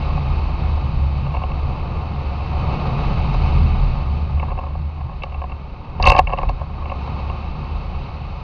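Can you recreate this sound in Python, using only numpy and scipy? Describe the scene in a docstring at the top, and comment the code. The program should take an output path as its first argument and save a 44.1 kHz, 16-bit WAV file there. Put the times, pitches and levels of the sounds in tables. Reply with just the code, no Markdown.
"""Wind over a small camera clamped to a hang glider's wing tube, in flight.
Strong buffeting swings the frame in three low modes while air hisses and blows the tube's resonances;
a cluster of knocks from slack fittings follows near 1.3 s, and the rush of air peaks near 3 s.
Rattling knocks fill 4.4 to 5.5 s, then the hardest burst, just after 6 s, overloads the input stage.
Looser knocks thin out until 7.3 s and leave the wind and the swinging frame."""
import sys
import numpy as np
from scipy import signal
from scipy.io import wavfile

SR = 44100
rng = np.random.default_rng(int(sys.argv[2]) if len(sys.argv) > 2 else 0)


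def undo_db(level):
    """Turn decibels back into plain size, where 20 dB means ten times bigger."""
    steps = np.asarray(level, float) / 20
    return 10 ** steps


def put_to_file(sound):
    """Save the sound as 16-bit audio at rate SR, in the file named by the first command-line argument."""
    columns = np.atleast_2d(sound).T  # one column per channel
    safe = np.clip(columns, -1, 1)
    whole_steps = np.round(safe * 32767)
    wavfile.write(sys.argv[1], SR, whole_steps.astype(np.int16))


N = 371763


def in_time(rows):
    """Each column of a table as a curve, one value a sample."""
    s, *columns = np.transpose(rows)
    return [np.interp(np.arange(N) / SR, s, c) for c in columns]


def rms_one(x):
    """Scaled to unit power."""
    return x / np.sqrt(np.mean(x ** 2) + 1e-20)


def drift(corner_hz):
    """Slow chance of spread 1: noise twice through a one-pole low-pass, made at SR / 40."""
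    pole = np.exp(-2 * np.pi * corner_hz * 40 / SR)
    noise = rng.standard_normal(N // 40 + 2002)
    slow = signal.lfilter([1], [1, -2 * pole, pole * pole], noise)[2000:]  # skip the run-in
    return np.interp(np.arange(N) / 40, np.arange(len(slow)), rms_one(slow))


def ring(x, hz, t60):
    """Two-pole resonator: a unit click sets a sine of about height 1 ringing, down 60 dB after t60 seconds."""
    r, w = undo_db(-60 / (t60 * SR)), 2 * np.pi * hz / SR
    return signal.lfilter([0, np.sin(w)], [1, -2 * r * np.cos(w), r * r], x + 1e-18)


# bending modes of the frame: rest pitch f/Hz, width/Hz, pitch wander/Hz, steady share of the power (0-1)
BENDING_MODES = [(41, 50, 1.26, 0.4), (72.7, 16, 2.5, 0.64), (136.9, 27.8, 7.94, 0.22)]
# buffeting of the frame: t/s, level/dB, lean of the load toward slow bending/dB
BUFFETING = [(0.0, -23, 0.5), (0.5, -24.5, 0), (0.8, -20.5, -8), (1.0, -19.5, -8.5), (1.45, -24, -7.5),
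             (1.7, -26.5, -2.5), (2.0, -26.5, -17), (2.4, -24.5, -20), (2.7, -23, -14), (2.87, -26, 4),
             (3.3, -22, 5.5), (3.66, -19, 2), (3.9, -23, 6), (4.3, -21, -13), (4.55, -27, 0.5),
             (5.0, -28, -6), (5.3, -32, 0.5), (5.75, -37.5, 1.5), (6.2, -31.5, 7.5), (6.7, -31, -7),
             (7.1, -27, -17.5), (7.7, -28, 1.5), (8.43, -32.5, -3)]
# answer of each bending mode: level over the buffeting/dB, share of the lean, share of the air's rush
MODE_ANSWERS = [(0.0, 0.75, 0.01), (0.0, 0.01, 0.01), (-4, 0.25, 0.3)]
# lurches that throw the nearest bending mode into a short swell: t/s at the top, f/Hz, level/dB
FRAME_LURCHES = [(0.0, 41, -16), (0.14, 72, -36), (0.4, 41, -19), (0.45, 72, -22.5), (0.652, 41, -22.5),
                 (2.539, 72, -16), (4.46, 136, -28.5), (4.79, 136, -29), (4.86, 72, -18), (5.4, 72, -23.5),
                 (5.52, 72, -23), (6.02, 136, -25), (6.078, 41, -9), (6.079, 72, -15.5), (6.079, 136, -24),
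                 (6.15, 136, -28), (6.22, 72, -21.5), (6.27, 41, -23), (6.48, 41, -13), (6.76, 72, -29),
                 (6.81, 41, -24), (7.11, 136, -27.5), (7.11, 72, -28.5), (7.391, 72, -34),
                 (7.51, 41, -22.5), (7.96, 72, -23.5), (8.31, 72, -34)]


def frame():
    """Each bending mode swings at a wandering pitch and is shaken at random; the first sags when it swings hard."""
    flutter_db, flutter_hz = 1.5, 5.5
    rise_db_per_s, fall_db_per_s = 169.5, 174.5
    sag_hz_per_db, rest_db = 0.2, -18  # at rest_db the first mode sits on its rest pitch
    buffet_db, lean_db = in_time(BUFFETING)
    rush_db = in_time(AIR_RUSH)[0]
    rush_change_db = rush_db - rush_db.mean()
    t, out = np.arange(N) / SR, 0
    for k, (hz, width_hz, wander_hz, steady) in enumerate(BENDING_MODES):
        over_db, lean_share, rush_share = MODE_ANSWERS[k]
        level_db = buffet_db + over_db + lean_share * lean_db + rush_share * rush_change_db
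        level = undo_db(level_db + flutter_db * drift(flutter_hz))
        for s, lurch_hz, db in FRAME_LURCHES:
            if abs(np.log(lurch_hz / hz)) < 0.25:
                near = slice(max(int((s - 0.3) * SR), 0), int((s + 0.3) * SR))
                fade_db = np.maximum(rise_db_per_s * (s - t[near]), fall_db_per_s * (t[near] - s))
                level[near] = np.hypot(level[near], undo_db(db - fade_db))
        sag_hz = 0 if k else sag_hz_per_db * (20 * np.log10(level) - rest_db)
        pitch = hz - sag_hz + wander_hz * drift(3.83)
        swing = np.sin(2 * np.pi * np.cumsum(pitch) / SR)
        shaken = rms_one(ring(rng.standard_normal(N), hz, 2.2 / width_hz))  # t60 from the width
        steady = np.clip(steady, 0, 1)
        out = out + level * (np.sqrt(2 * steady) * swing + np.sqrt(1 - steady) * shaken)
    return out


# modes of the tube: f/Hz, t60/s when blown, relative level/dB when knocked, relative level/dB when blown
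TUBE_MODES = [(170, 0.056, -22, -26), (370, 0.02, -15.5, -16.5), (392, 0.016, -10.5, -9.5),
              (552.3, 0.048, -6, -7), (745, 0.053, -3, -2.5), (881.5, 0.023, -0.5, 0),
              (1079.4, 0.029, 2.5, -2), (1214, 0.026, -18.5, -3), (1650, 0.019, -15.5, -27),
              (2219, 0.027, -10.5, -11), (2524, 0.018, -14, -7.5), (2682, 0.028, -4.5, -9.5),
              (3012, 0.021, -16, -14), (3840, 0.013, -8.5, -14.5), (4400, 0.021, -12.5, -17.5),
              (4810, 0.02, -13.5, -24), (5200, 0.0027, -29, -66)]


def knocks():
    """Short contacts drive the tube: low modes swell, high ones bite at once; grit and a crack ride along."""
    contact_scale_s = 0.00178
    ring_share = 0.77  # a fitting resting on the tube shortens its ring
    rows = contacts()
    after = np.arange(round(0.025 * SR))
    at = np.round(rows[:, :1] * SR).astype(int) + after
    age = np.tile(after / SR / contact_scale_s, (len(rows), 1))
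    loose = rattle()
    grit = rng.standard_normal(age.shape)
    out = 0
    for k, (hz, t60, knocked_db, _) in enumerate(TUBE_MODES):
        group = np.searchsorted([1900, 3400], hz)  # low, middle or high modes
        rise = (age + [0.05, 0.08, 2.0][group]) ** [1.8, 1.3, 1.01][group]
        contact = rise * np.exp(-age * [1.2, 1.8, 3.0][group])
        contact = contact / contact.sum(axis=1, keepdims=True)
        phase = 2 * np.pi * rng.random((len(rows), 1))
        chance_db = 1.4 * rng.standard_normal((len(rows), 1))
        # each contact loads the tube differently and pushes a little off the mode's pitch
        push_hz = hz * (1 + 0.05 * rng.standard_normal((len(rows), 1)))
        push = 2 * np.cos(2 * np.pi * push_hz * after / SR + phase)
        drive = push + [2.2, 2.5, 3.0][group] * grit
        drive_db = rows[:, 1 + group:2 + group] + [-3.0, 8.0, 6.0][group] + chance_db
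        force = loose * undo_db([0.0, -12.0, -20.0][group])
        np.add.at(force, at, contact * drive * undo_db(drive_db))
        out = out + ring(force, hz, ring_share * t60) * undo_db(knocked_db) * (-1) ** k
    # the broad crack of metal on metal, too short to ring
    crack = loose * undo_db(-17.5)
    np.add.at(crack, at, grit * (age + 0.12) * np.exp(-age * 0.81) * undo_db(rows[:, 3:4] - 3.0))
    crack_band = signal.butter(2, [1200, 5600], "band", fs=SR, output="sos")
    return out + signal.sosfilt(crack_band, crack)


# knocks of the fittings: t/s, relative level/dB, hardness/dB (middle modes' drive against that level)
FITTING_KNOCKS = [(0.175, -17.5, -24), (0.771, -20, -23), (1.265, -21, -13.5), (1.339, -16.5, -17),
                  (1.347, -14.5, -15), (1.365, -16, -12), (1.416, -18.5, -25), (1.435, -13.5, -11.5),
                  (1.5, -21, -14), (1.516, -20.5, -11), (3.341, -14, -27), (3.459, -21.5, -37),
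                  (3.495, -16.5, -22), (4.372, -26, -20), (4.396, -20.5, -4), (4.425, -15, -16),
                  (4.508, -22.5, -15), (4.516, -16, -23), (4.574, -19, -17), (4.587, -15, -17.5),
                  (4.637, -22, -20.5), (4.664, -21, -18), (4.704, -26, -18), (4.75, -21.5, -21),
                  (5.007, -24.5, -17), (5.092, -24.5, -27), (5.118, -28, -22), (5.22, -24, -2),
                  (5.234, -14, -4.5), (5.261, -25, -30), (5.32, -26, -11), (5.343, -21.5, -9),
                  (5.416, -15.5, -17.5), (5.438, -16.5, -20), (5.495, -27, -11), (5.518, -26.5, -6),
                  (5.997, -8.5, -23), (6.026, -15, -3), (6.039, -10, -3), (6.056, -4.5, -16),
                  (6.062, -7, -2.5), (6.07, 4, -8.5), (6.081, -9.5, -5), (6.099, 1, -6), (6.117, -1, -6.5),
                  (6.127, -16.5, -15), (6.132, -21, 0), (6.147, -3, -17), (6.163, -5.5, -10),
                  (6.176, -28, 15), (6.181, -4, -10.5), (6.188, 7, -14.5), (6.271, -15.5, -3),
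                  (6.301, -15.5, -14), (6.324, -13, -13), (6.332, -5.5, -16), (6.374, -27, 3),
                  (6.385, -11, -7), (6.414, -21, -10), (6.43, -9, -17), (6.487, -21.5, -4),
                  (6.491, -10, -25), (6.613, -16.5, -30), (6.855, -19.5, -10), (6.896, -20, -7),
                  (6.916, -12.5, -16.5), (7.075, -20, -19), (7.189, -22.5, -16), (7.297, -17, -13)]
# bare metal clinks on the highest modes, with their crack: t/s, relative level/dB
METAL_CLINKS = [(3.34, -31), (3.457, -37.5), (5.234, -33), (6.014, -38), (6.025, -12), (6.054, -15),
                (6.068, -14.5), (6.08, -18), (6.085, -12.5), (6.094, -17), (6.098, -14), (6.117, -22),
                (6.125, -31), (6.134, -31), (6.164, -23), (6.181, -24), (6.188, -15.5), (6.385, -35),
                (6.492, -28)]


def contacts():
    """Hits on the tube as rows of time and relative drive in dB of the low, middle and high modes."""
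    dull = [(s, db, db + hard_db, db - 35) for s, db, hard_db in FITTING_KNOCKS]
    clinks = [(s, -99, -99, db) for s, db in METAL_CLINKS]
    return np.array(dull + clinks)


# spells in which slack fittings rattle between the knocks: start t/s, end t/s, relative level/dB
RATTLE_SPELLS = [(1.257, 1.517, -53), (4.383, 4.76, -48), (4.973, 5.54, -50), (6.007, 6.206, -25),
                 (6.268, 6.51, -38.5), (6.594, 7.323, -48)]


def rattle():
    """Loose contact as random ticks, in clumps while a spell lasts and dying away quickly after it."""
    ticks_per_s, settle_s = 700, 0.0052  # settle_s: time constant of the decay
    t = np.arange(N) / SR
    level = 0
    for start, end, db in RATTLE_SPELLS:
        level = level + undo_db(db) * (t >= start) * np.exp(-np.maximum(t - end, 0) / settle_s)
    clumps = undo_db(4 * drift(21))
    ticks = (rng.random(N) < ticks_per_s / SR) * rng.standard_normal(N)
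    return level * clumps * ticks


# rush of the air: t/s, relative level/dB, brightness/dB per octave
AIR_RUSH = [(0.0, -30, -0.5), (0.68, -31, -0.5), (1.03, -34, -0.16), (1.95, -31.5, -2.06),
            (2.37, -31.5, -0.8), (2.6, -27.5, -1.4), (2.91, -26.5, -1.54), (3.54, -28, 0.06),
            (4.3, -35, -0.9), (4.72, -39, -1), (5.82, -39.5, -1.25), (6.15, -33, -3), (6.26, -40.5, -0.5),
            (6.41, -36.5, -1.1), (6.69, -36, -1.4), (7.09, -32, -1), (8.43, -35.5, -0.4)]
# broad noise of the flow over the microphone port: f/Hz, relative density/dB per Hz
PORT_NOISE = [(15, 33), (25, 11), (100, 13), (190, 10.5), (280, 0), (450, 0.5), (1250, -6.5), (1500, -35.5),
              (2000, -12), (3000, -22.5), (3300, -16), (4000, -9), (5000, -51), (6300, -14)]


def airflow():
    """Turbulence hisses at the port and blows the tube's modes; level and brightness follow the rush."""
    rush_db, tilt_db = in_time(AIR_RUSH)
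    gusts = undo_db(0.5 * drift(2.9) + 0.53 * drift(45.0))
    port_hz, port_db = np.transpose(PORT_NOISE)
    edges, out = 18 * 2 ** np.arange(0, 8.6, 1 / 3), 0  # third-octave bands
    white = rng.standard_normal((2, N))  # neighbouring bands take different noise
    for k, (low, high) in enumerate(zip(edges, edges[1:])):
        centre = np.sqrt(low * high)
        band_pass = signal.butter(2, [low, high], "band", fs=SR, output="sos")
        band = signal.sosfilt(band_pass, white[k % 2])
        band_db = np.interp(np.log(centre), np.log(port_hz), port_db)
        out = out + band * undo_db(band_db + tilt_db * np.log2(centre / 900))
    out = out * undo_db(5.5)
    for hz, t60, _, blown_db in TUBE_MODES:
        blown = rms_one(ring(rng.standard_normal(N), hz, t60))
        out = out + blown * undo_db(blown_db - 8.5 + tilt_db * np.log2(hz / 900))
    return out * undo_db(rush_db) * gusts


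def scene():
    """Frame, knocks and airflow add up at the one microphone, through the clamp and the port."""
    return (frame() + knocks() + airflow())[None]


def low_pass(x):
    """Removes everything above the highest recorded frequency."""
    return signal.sosfilt(signal.butter(12, 15750, fs=SR, output="sos"), x)


def record(dry):
    """The microphone cuts steeply toward 7 kHz and rolls off below 18 Hz; the next stage clips with a tight knee."""
    mic_top_hz, overload, knee = 7000, 0.98, 11  # overload in full scale
    dull = signal.sosfilt(signal.cheby2(18, 60, mic_top_hz, fs=SR, output="sos"), dry)
    dull = signal.sosfilt(signal.butter(2, 18, "high", fs=SR, output="sos"), dull)
    clipped = dull / (1 + np.abs(dull / overload) ** knee) ** (1 / knee)
    return low_pass(clipped)


dry = scene()
out = record(dry)
put_to_file(out)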